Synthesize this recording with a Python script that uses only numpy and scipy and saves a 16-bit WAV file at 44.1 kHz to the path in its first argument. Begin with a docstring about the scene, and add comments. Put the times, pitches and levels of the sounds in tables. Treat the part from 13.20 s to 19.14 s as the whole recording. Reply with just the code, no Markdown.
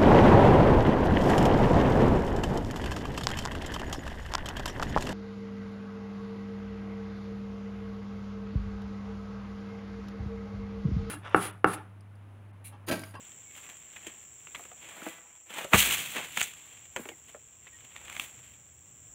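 """An oil palm grove at harvest: a sickle on a long hollow pole scrapes at the crown and fibres snap.
A cut frond lands with a thump and a crash of leaflets; the pole is lowered, knocking, and litter cracks underfoot.
Grains and noise make the rustle, splinter bursts and falling twangs the snaps, damped sines the knocks and thump.
A delay loop rings the pole; pulsed tones and hiss make the cicadas, over filtered-noise air and low rumble,
with a few gliding bird notes."""
import sys
import numpy as np
from scipy import signal
from scipy.fft import rfft, irfft
from scipy.io import wavfile

SR = 44100
rng = np.random.default_rng(int(sys.argv[2]) if len(sys.argv) > 2 else 0)


def store_pcm(level_fs):
    """Save levels as 16-bit WAV."""
    pcm = np.round(np.clip(level_fs, -1, 1) * 32767).astype(np.int16)
    wavfile.write(sys.argv[1], SR, np.atleast_2d(pcm).T)


N = 261954
TIME = np.arange(N) / SR

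# Background levels over time: time_s, air_db, rumble_db, cicada_db
BACKGROUND_LEVELS = [(0, -61, -68.5, -51.5), (.9, -64.5, -71, -52), (1.5, -60.5, -71, -51.5),
                     (2.2, -74, -77.5, -55), (3.4, -64.5, -68, -52), (4.3, -65.5, -67.5, -56),
                     (5.1, -63, -63, -52), (5.5, -64.5, -64, -56.5), (5.94, -63, -61.5, -53)]
# Colour of distant air and rumble, relative: frequency_hz, level_db
AIR_COLOUR = [(25, -20.5), (45, -11), (75, 2), (120, -1.5), (180, -11.5), (400, -13.5), (1000, -18.5),
              (2400, -19.5), (3500, -23.5), (4700, -39), (9000, -38), (12500, -47), (15500, -20)]
# Colour of the far cicada chorus, relative: frequency_hz, level_db
CHORUS_COLOUR = [(4700, -50), (5300, -25), (5850, -14), (6300, -22), (6850, -7), (7250, -3.5), (7650, -1.5),
                 (8100, -9.5), (8700, -27.5), (10000, -34.5), (13000, -35), (14700, -21.5), (15500, -27.5)]
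# Nearest cicadas: click_rate_per_s, pitch_hz, relative_level_db
NEAR_CICADAS = [(118.6, 7340, 0), (89.0, 7430, -1)]
# Faint far bird notes: start_s, level_db, start_pitch_hz, end_pitch_hz, length_s
BIRD_NOTES = [(0.247, -58, 2250, 2200, .1), (3.909, -55, 2400, 1800, 0.04), (4.523, -54, 1885, 1900, 0.048)]

# Foliage and litter stirring between the sweeps: time_s, crackle_db
STIR_LEVELS = [(0, -60), (.25, -67), (.75, -61), (1.1, -69), (1.4, -62.5), (2.2, -88.5), (3.52, -56),
               (3.75, -68.5), (4.3, -69.5), (4.7, -62.5), (5.25, -65), (5.45, -73.5), (5.94, -73.5)]
# Fronds brushing past each other: peak_s, crackle_db, stalk_re_crackle_db, hiss_re_crackle_db, rise_s, fall_s
FROND_SWEEPS = [(0.371, -53, -4.5, -3.5, 0.058, 0.16), (0.51, -58, 0, -6, 0.23, 0.093),
                (0.855, -55.5, -2.5, -9, 0.2, 0.25), (1.38, -56, -0.5, 1.5, 0.049, 0.12),
                (1.63, -51.5, -7.5, -12, 0.055, 0.58), (1.82, -52.5, 1.5, -5, 0.27, 0.33),
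                (1.89, -45.5, -20, 1, 0.13, 0.095), (2.305, -46.5, -4, -8, 0.015, 0.23),
                (2.389, -38, -3, -6, 0.082, 0.091), (2.73, -34, -13.5, -2, 0.12, 0.15),
                (2.97, -36.5, -1, -32, 0.031, 0.12), (3.204, -32, -14.5, -5, 0.069, 0.1),
                (3.81, -57.5, 3.5, 4.5, 0.082, 0.19), (4.09, -59, -3.5, -5.5, 0.053, .11),
                (4.92, -53, -1.5, -9, 0.34, 0.38), (5.02, -46, -11, -1, 0.13, 0.12),
                (5.245, -58, -10, -6.5, 0.052, 0.18)]
# Colour of rubbing leaves, relative: frequency_hz, level_db
LEAF_COLOUR = [(100, -7.5), (200, -5), (400, -7.5), (800, -4.5), (1400, -5), (2400, 6), (3300, 6),
               (4200, -6.5), (5100, -20), (6200, -12), (7400, -6), (8600, -8.5), (11000, -17.5),
               (15500, -12.5)]
STIR_STALK_DB, STIR_HISS_DB = -7.5, -10  # relative to the stirring crackle
SWELL_RANGE_DB = 20  # gained over a rise time and lost over a fall time
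CLUMP_DB, CLUMPS_PER_S = 1.0, 60  # leaflets catch and let go in bunches

# The frond's butt ploughs into the litter, leaflets slap down after it, then all of it settles
CRASH_S = 2.541
PLOUGH_DB, PLOUGH_RISE_S, PLOUGH_FALL_S = -16.5, 0.016, 0.032
SLAP_DB, SLAP_HISS_DB, SLAP_DELAY_S, SLAP_RISE_S, SLAP_FALL_S = -22.5, -23, 0.053, 0.058, 0.11
SETTLE_DB, SETTLE_STALK_DB, SETTLE_HISS_DB, SETTLE_FALL_S = -26, -39, -30, 0.47

# Share of the scrape that rings inside the pole: time_s, share_0_to_1
POLE_SHARE = [(1.5, 0.27), (1.75, 0.57), (1.9, 0.87), (2.15, 0.73), (2.28, 0.5), (2.55, 0.23)]
POLE_HZ = 166.7  # lowest pitch of the hollow pole

# Dull blows of stalk and pole: start_s, level_db, pitch_hz
BLOWS = [(0.867, -39.5, 328), (1.374, -51, 280), (1.395, -44, 672), (1.453, -51.5, 564), (1.516, -47, 722),
         (1.82, -40.5, 304), (1.865, -31.5, 299), (1.872, -39.5, 607), (2.408, -38.5, 722),
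         (2.447, -32.5, 593), (2.536, -20, 207), (2.671, -37, 415), (3.174, -39, 224), (3.763, -32.5, 497),
         (3.772, -36.5, 331), (3.793, -34.5, 248), (3.856, -40.5, 373), (3.89, -38.5, 458),
         (3.917, -44, 333), (4.147, -40.5, 618)]
# Modes of a fibrous stalk: multiple_of_pitch, relative_level_db
STALK_MODES = [(.68, -9), (1, -2), (1.25, -9.5), (1.6, -10.5), (2.1, -9.5)]
KNOCK_T60_S = 0.09  # modes above the blow's pitch die faster in proportion

# Snapping fibres and dry stalks, before filtering: start_s, level_db, treble_re_level_db, splintering_s
SNAP_EVENTS = [(0.491, -43.5, 7.5, 0.041), (0.762, -38.5, -5, 0.035), (0.867, -38.5, 8, 0.046),
               (1.270, -43.5, -4, 0.038), (1.347, -29.5, -5, 0.039), (1.453, -44.5, 1, .03),
               (1.514, -46.5, -14, .025), (1.865, -39.5, -1, 0.022), (2.296, -44.5, 2, 0.023),
               (2.444, -34.5, 6.5, 0.033), (2.533, -11.5, -8, 0.037), (3.172, -20.5, 1.5, 0.029),
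               (3.212, -19, 3, 0.025), (3.226, -41.5, 22.5, 0.064), (3.762, -28, 1, 0.027),
               (3.853, -42.5, -11, .03), (3.888, -33.5, 3.5, 0.018), (4.468, -43, -7, 0.045),
               (4.759, -37.5, -9, 0.037), (4.881, -36.5, -5, 0.012), (4.897, -35.5, 4, 0.023),
               (4.964, -32, -2, 0.03), (4.997, -18, 2.5, 0.0076)]
# Colour of a snap, relative: frequency_hz, level_db
SNAP_COLOUR = [(150, -6), (400, -12.5), (800, -9.5), (1300, -0.5), (2300, 5), (3400, 0), (4300, -16.5),
               (5200, -23.5), (6300, -10.5), (7400, -2), (9500, -20.5), (15500, -21.5)]
# Small fibres snap at random moments at a steady average rate, louder when the rustle is louder
TWIGS_PER_S, TWIG_S = 8, .018
TWIG_OVER_RUSTLE_DB, TWIG_SPREAD_DB, TWIG_TOP_DB, TWIG_TREBLE_DB = 10, 3, -40.5, 8
# A broken stalk twangs: level relative to the snap, pitches before a random size factor
RECOIL_DB, RECOIL_START_HZ, RECOIL_END_HZ, RECOIL_FALL_S = -11, 1510, 300, 0.00605
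RECOIL_RINGS = 1.22  # ring time as a multiple of the splintering time

# The frond butt hits the soil and rocks back on it: start_s, level_db
BUTT_IMPACTS = [(2.543, 2), (2.554, -4.5)]
# Answer of the ground: frequency_hz, relative_level_db, t60_s
GROUND_MODES = [(59.3, -31.5, 0.35), (88, -28, 0.15), (121.2, -24.5, 0.15), (197, -27.5, 0.18)]

CUTOFF_HZ = 15700  # top of the treble


def from_db(db):
    """Turn decibels into gain."""
    return 10 ** (np.asarray(db) / 20)


def rms_one(x):
    """Scale a sound to rms 1."""
    return x / np.sqrt(np.mean(x ** 2) + 1e-20)


def in_time(rows):
    """Draw each column of a time curve at every sample."""
    times, *columns = np.transpose(rows)
    return [np.interp(TIME, times, column) for column in columns]


def span_of(start_s, length_s):
    """Select the samples that an event covers."""
    return slice(int(start_s * SR), int((start_s + length_s) * SR))


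def tone(pitch):
    """Sine whose phase follows a moving pitch in Hz."""
    return np.sin(2 * np.pi * np.cumsum(pitch) / SR)


def cut(x, hz, kind, order=4):
    """Butterworth low- or high-pass."""
    sections = signal.butter(order, min(hz, .45 * SR), kind, fs=SR, output="sos")
    return signal.sosfilt(sections, x + 1e-18)


def band(x, low_hz, high_hz):
    """Keep one band of a sound, at rms 1."""
    return rms_one(cut(cut(x, low_hz, "high"), high_hz, "low"))


def coloured(x, spectrum, size=4096):
    """Minimum-phase filter with the given spectrum shape; white noise keeps its power."""
    hz, db = np.transpose(spectrum)
    grid = np.maximum(np.arange(size // 2 + 1) * SR / size, 1)
    level_db = np.interp(np.log(grid), np.log(hz), db)
    # folding the cepstrum forward makes the response causal
    cepstrum = irfft(np.log(from_db(level_db)))
    cepstrum[1:size // 2] *= 2
    cepstrum[size // 2 + 1:] = 0
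    response = irfft(np.exp(rfft(cepstrum)))
    return signal.fftconvolve(x, response / np.linalg.norm(response))[:N]


def drift(rate):
    """Random wander of rms 1, drawn as straight lines between rate points per second."""
    knots = rng.standard_normal(N // 20)
    return rms_one(np.interp(TIME * rate, np.arange(len(knots)), knots))


def dying(start, t60):
    """Envelope that jumps to 1 at start and falls by 60 dB in t60 seconds."""
    age = TIME - start
    return (age >= 0) * np.exp(-np.log(1000) * np.clip(age / t60, 0, 10))


def grains(per_s, spread_db):
    """Random clicks of uneven size and either sign, rms 1."""
    sizes = from_db(spread_db * np.minimum(rng.exponential(1, N), 4))
    happens = rng.random(N) < per_s / SR
    return rms_one(happens * sizes * rng.choice([-1, 1], N))


def swell(peak_s, rise_s, fall_s):
    """Level in dB, 0 at the peak: a steady climb, then a steady fall."""
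    age = TIME - peak_s
    return -SWELL_RANGE_DB * np.maximum(-age / rise_s, age / fall_s)


def together(levels_db):
    """Sum the powers of unrelated sounds heard at once, in dB."""
    return 10 * np.log10(sum(from_db(np.maximum(db, -150)) ** 2 for db in levels_db))


def distant_air(air_db, rumble_db):
    """Coloured noise split at 170 Hz, so that air and rumble move in level separately."""
    noise = coloured(rng.standard_normal(N), AIR_COLOUR)
    air = from_db(air_db) * rms_one(cut(noise, 170, "high"))
    rumble = from_db(rumble_db) * rms_one(cut(noise, 170, "low"))
    return air + rumble


def cicadas():
    """Near insects click their tymbals in trains, each click ringing the body; the far chorus blurs into hiss."""
    near = np.zeros(N)
    for per_s, hz, db in NEAR_CICADAS:
        cycle = (per_s * TIME + .012 * drift(17) + rng.random()) % 1
        age = cycle / per_s  # seconds since the latest click
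        pulse = (1 - np.exp(-age / .0009)) * np.exp(-age / .002)
        near += from_db(db) * pulse * np.sin(2 * np.pi * hz * age + 1.1 * drift(400))
    chorus = .8 * coloured(rng.standard_normal(N), CHORUS_COLOUR)
    beat_hz = NEAR_CICADAS[0][0] - NEAR_CICADAS[1][0]  # the two click rates beat
    throb = 1 + .2 * np.sin(2 * np.pi * beat_hz * TIME)
    return rms_one(rms_one(near) * throb + chorus)


def birds():
    """Short, slightly wavering whistles that glide, swell and fade."""
    out, waver = np.zeros(N), 1 + 0.01 * drift(200)
    for s, level_db, start_hz, end_hz, length in BIRD_NOTES:
        span = span_of(s, length)
        along = np.linspace(0, 1, len(TIME[span]))
        pitch = (start_hz + (end_hz - start_hz) * along) * waver[span]
        out[span] += from_db(level_db) * np.sin(np.pi * along) * tone(pitch)
    return out


def trunks(x, t60, wet_db):
    """Scattered dull echoes from the surrounding palms, added to the direct sound."""
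    echoes = cut(grains(per_s=2100, spread_db=2.0), 9700, "low", order=1) * dying(0.0085, t60)
    echoed = signal.fftconvolve(x, echoes[:SR] / np.linalg.norm(echoes))[:N]
    return x + from_db(wet_db) * echoed


def foliage_levels():
    """Stalk scrape, leaflet crackle and leaflet hiss in dB, from the stirring, the sweeps and the crash."""
    stir, = in_time(STIR_LEVELS)
    stalk, crackle, hiss = [stir + STIR_STALK_DB], [stir], [stir + STIR_HISS_DB]
    for s, level_db, stalk_db, hiss_db, rise_s, fall_s in FROND_SWEEPS:
        sweep = level_db + swell(s, rise_s, fall_s)
        stalk.append(sweep + stalk_db)
        crackle.append(sweep)
        hiss.append(sweep + hiss_db)
    plough = swell(CRASH_S, PLOUGH_RISE_S, PLOUGH_FALL_S)
    slap = swell(CRASH_S + SLAP_DELAY_S, SLAP_RISE_S, SLAP_FALL_S)
    settle = swell(CRASH_S, PLOUGH_RISE_S, SETTLE_FALL_S)
    stalk += [plough + PLOUGH_DB, settle + SETTLE_STALK_DB]
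    crackle += [slap + SLAP_DB, settle + SETTLE_DB]
    hiss += [slap + SLAP_HISS_DB, settle + SETTLE_HISS_DB]
    uneven = CLUMP_DB * drift(CLUMPS_PER_S)
    return together(stalk) + uneven, together(crackle) + uneven, together(hiss) + uneven


def rustle(stalk_db, crackle_db, hiss_db):
    """Stalks drag with coarse grains; leaflets slap in clumps and slide with a fine hiss."""
    slaps = grains(per_s=6000, spread_db=1.5) * from_db(2.0 * drift(220))
    ticks = .36 * grains(per_s=260, spread_db=2.0)  # dry tips add sharp single ticks
    slide = 0.45 * rng.standard_normal(N)
    leaves = coloured(slaps + ticks + slide, LEAF_COLOUR)
    midribs = grains(per_s=4300, spread_db=1.5) + 1.9 * ticks
    # midribs lie between stalk and leaflet in size, sheen between crackle and hiss
    rib_db = 0.29 * stalk_db + 0.84 * crackle_db - .8
    sheen_db = (crackle_db + hiss_db) / 2 + 0.18
    out = band(leaves, 179, 1470) * from_db(stalk_db)
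    out += band(midribs, 1600, 2310) * from_db(rib_db)
    out += band(leaves, 2220, 4420) * from_db(crackle_db)
    out += band(leaves, 5380, 8630) * from_db(sheen_db)
    out += band(leaves, 9000, 17000) * from_db(hiss_db)
    return out


def pole(scrape, t60):
    """Sound runs up and down the hollow pole, so it rings at multiples of its lowest pitch."""
    lag = round(SR / POLE_HZ)
    gain = from_db(-60 / (POLE_HZ * t60))  # loss per round trip
    out = cut(scrape, 2850, "low", order=2)
    for i in range(lag, N - lag, lag):
        out[i:i + lag] += gain * out[i - lag:i]
    return out * np.sqrt(1 - gain ** 2)


def knocks(sag=0.049, sag_s=0.01, smear=0.087, crush_db=-4, crush_t60=0.03):
    """A dull crush of fibres, then wet stalk modes: high ones die first and the pitch sags as the blow relaxes."""
    out, crush = np.zeros(N), band(rng.standard_normal(N), 170, 1900)
    wobbles = [drift(300) for mode in STALK_MODES]
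    for s, level_db, hz in BLOWS:
        span = span_of(s, 2 * KNOCK_T60_S)
        age = TIME[span] - s
        out[span] += crush[span] * from_db(level_db + crush_db - 60 * age / crush_t60)
        sagging = sag * (np.exp(-age / sag_s) - .5)
        for k, (ratio, mode_db) in enumerate(STALK_MODES):
            pitch = hz * ratio * (1 + sagging + smear * wobbles[k][span])
            fade_db = -60 * age / KNOCK_T60_S * max(ratio, 1)
            sign = (-1) ** k  # neighbouring modes start in opposite directions
            out[span] += sign * from_db(level_db + mode_db + fade_db) * tone(pitch)
    return out


def twigs(crackle_db):
    """Small snaps at random moments, their levels following the rustle up to a ceiling."""
    breaking = (rng.random(N) < TWIGS_PER_S / SR) & (TIME < TIME[-1] - 2 * TWIG_S)
    levels = crackle_db + TWIG_OVER_RUSTLE_DB + TWIG_SPREAD_DB * rng.uniform(-0.8, 1, N)
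    return [(s, min(db, TWIG_TOP_DB), TWIG_TREBLE_DB, TWIG_S)
            for s, db in zip(TIME[breaking], levels[breaking])]


def snaps(breaks):
    """Each break is a quick run of tearing fibres that dies away."""
    splinters = grains(per_s=9000, spread_db=-1.0) * from_db(4.4 * drift(700))
    body, treble = np.zeros(N), np.zeros(N)
    for s, level_db, treble_db, length in breaks:
        span = span_of(s, 2 * length)
        age = (TIME[span] - s) / length  # in splintering times, so longer tears also build up more slowly
        build_up = 1.16 * (1 - np.exp(-(age + .01) / 0.039))
        envelope = from_db(-60 * age) * build_up
        burst = splinters[span] * envelope
        burst *= np.linalg.norm(envelope) / np.linalg.norm(burst)  # same energy as the envelope
        body[span] += burst * from_db(level_db)
        treble[span] += burst * from_db(level_db + treble_db)
    split = cut(body, 4000, "low") + cut(treble, 4800, "high")
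    return from_db(1.5) * coloured(split, SNAP_COLOUR)


def recoil():
    """As the tension leaves a broken stalk, its pitch drops quickly; longer tears ring for longer."""
    out = np.zeros(N)
    sizes = rng.uniform(0.812, 1.2, len(SNAP_EVENTS))
    for (s, level_db, _, length), size in zip(SNAP_EVENTS, sizes):
        t60 = RECOIL_RINGS * length
        span = span_of(s, 2 * t60)
        age = TIME[span] - s
        fall = np.exp(-age / RECOIL_FALL_S)
        pitch = size * (RECOIL_END_HZ + (RECOIL_START_HZ - RECOIL_END_HZ) * fall)
        out[span] += from_db(level_db + RECOIL_DB - 60 * age / t60) * tone(pitch)
    return out


def landing():
    """The heavy butt sets the soft ground thudding, and the frond settles with a low shudder."""
    thud = np.zeros(N)
    for s, level_db in BUTT_IMPACTS:
        for hz, db, t60 in GROUND_MODES:
            thud += from_db(level_db + db) * np.sin(2 * np.pi * hz * (TIME - s)) * dying(s, t60)
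    shudder = band(rng.standard_normal(N), 55, 230)
    return thud + from_db(-46.0) * shudder * dying(BUTT_IMPACTS[0][0], t60=1.7)


def scene():
    """Work at the palm, heard through the grove over insects, birds and distant air."""
    air_db, rumble_db, cicada_db = in_time(BACKGROUND_LEVELS)
    background = distant_air(air_db, rumble_db) + from_db(cicada_db) * cicadas() + birds()

    stalk_db, crackle_db, hiss_db = foliage_levels()
    leaves = rustle(stalk_db, crackle_db, hiss_db)
    blows = knocks()
    cracks = snaps(list(SNAP_EVENTS) + twigs(crackle_db)) + recoil()

    share = np.clip(in_time(POLE_SHARE)[0], 0, 1)
    ringing = pole(share * (leaves + .5 * blows), t60=0.16)
    open_leaves = leaves * np.sqrt(1 - share ** 2)
    echoing = trunks(cracks + blows, t60=0.089, wet_db=-15.0)
    work = open_leaves + ringing + echoing + landing()
    return (background + work)[None]


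def record(dry):
    """The small microphone loses the deepest bass, and the top is cut steeply."""
    thin = cut(dry, 42, "high", order=6)
    steep = signal.ellip(12, .2, 80, CUTOFF_HZ, fs=SR, output="sos")
    return signal.sosfilt(steep, thin)


dry = scene()
out = record(dry)
store_pcm(out)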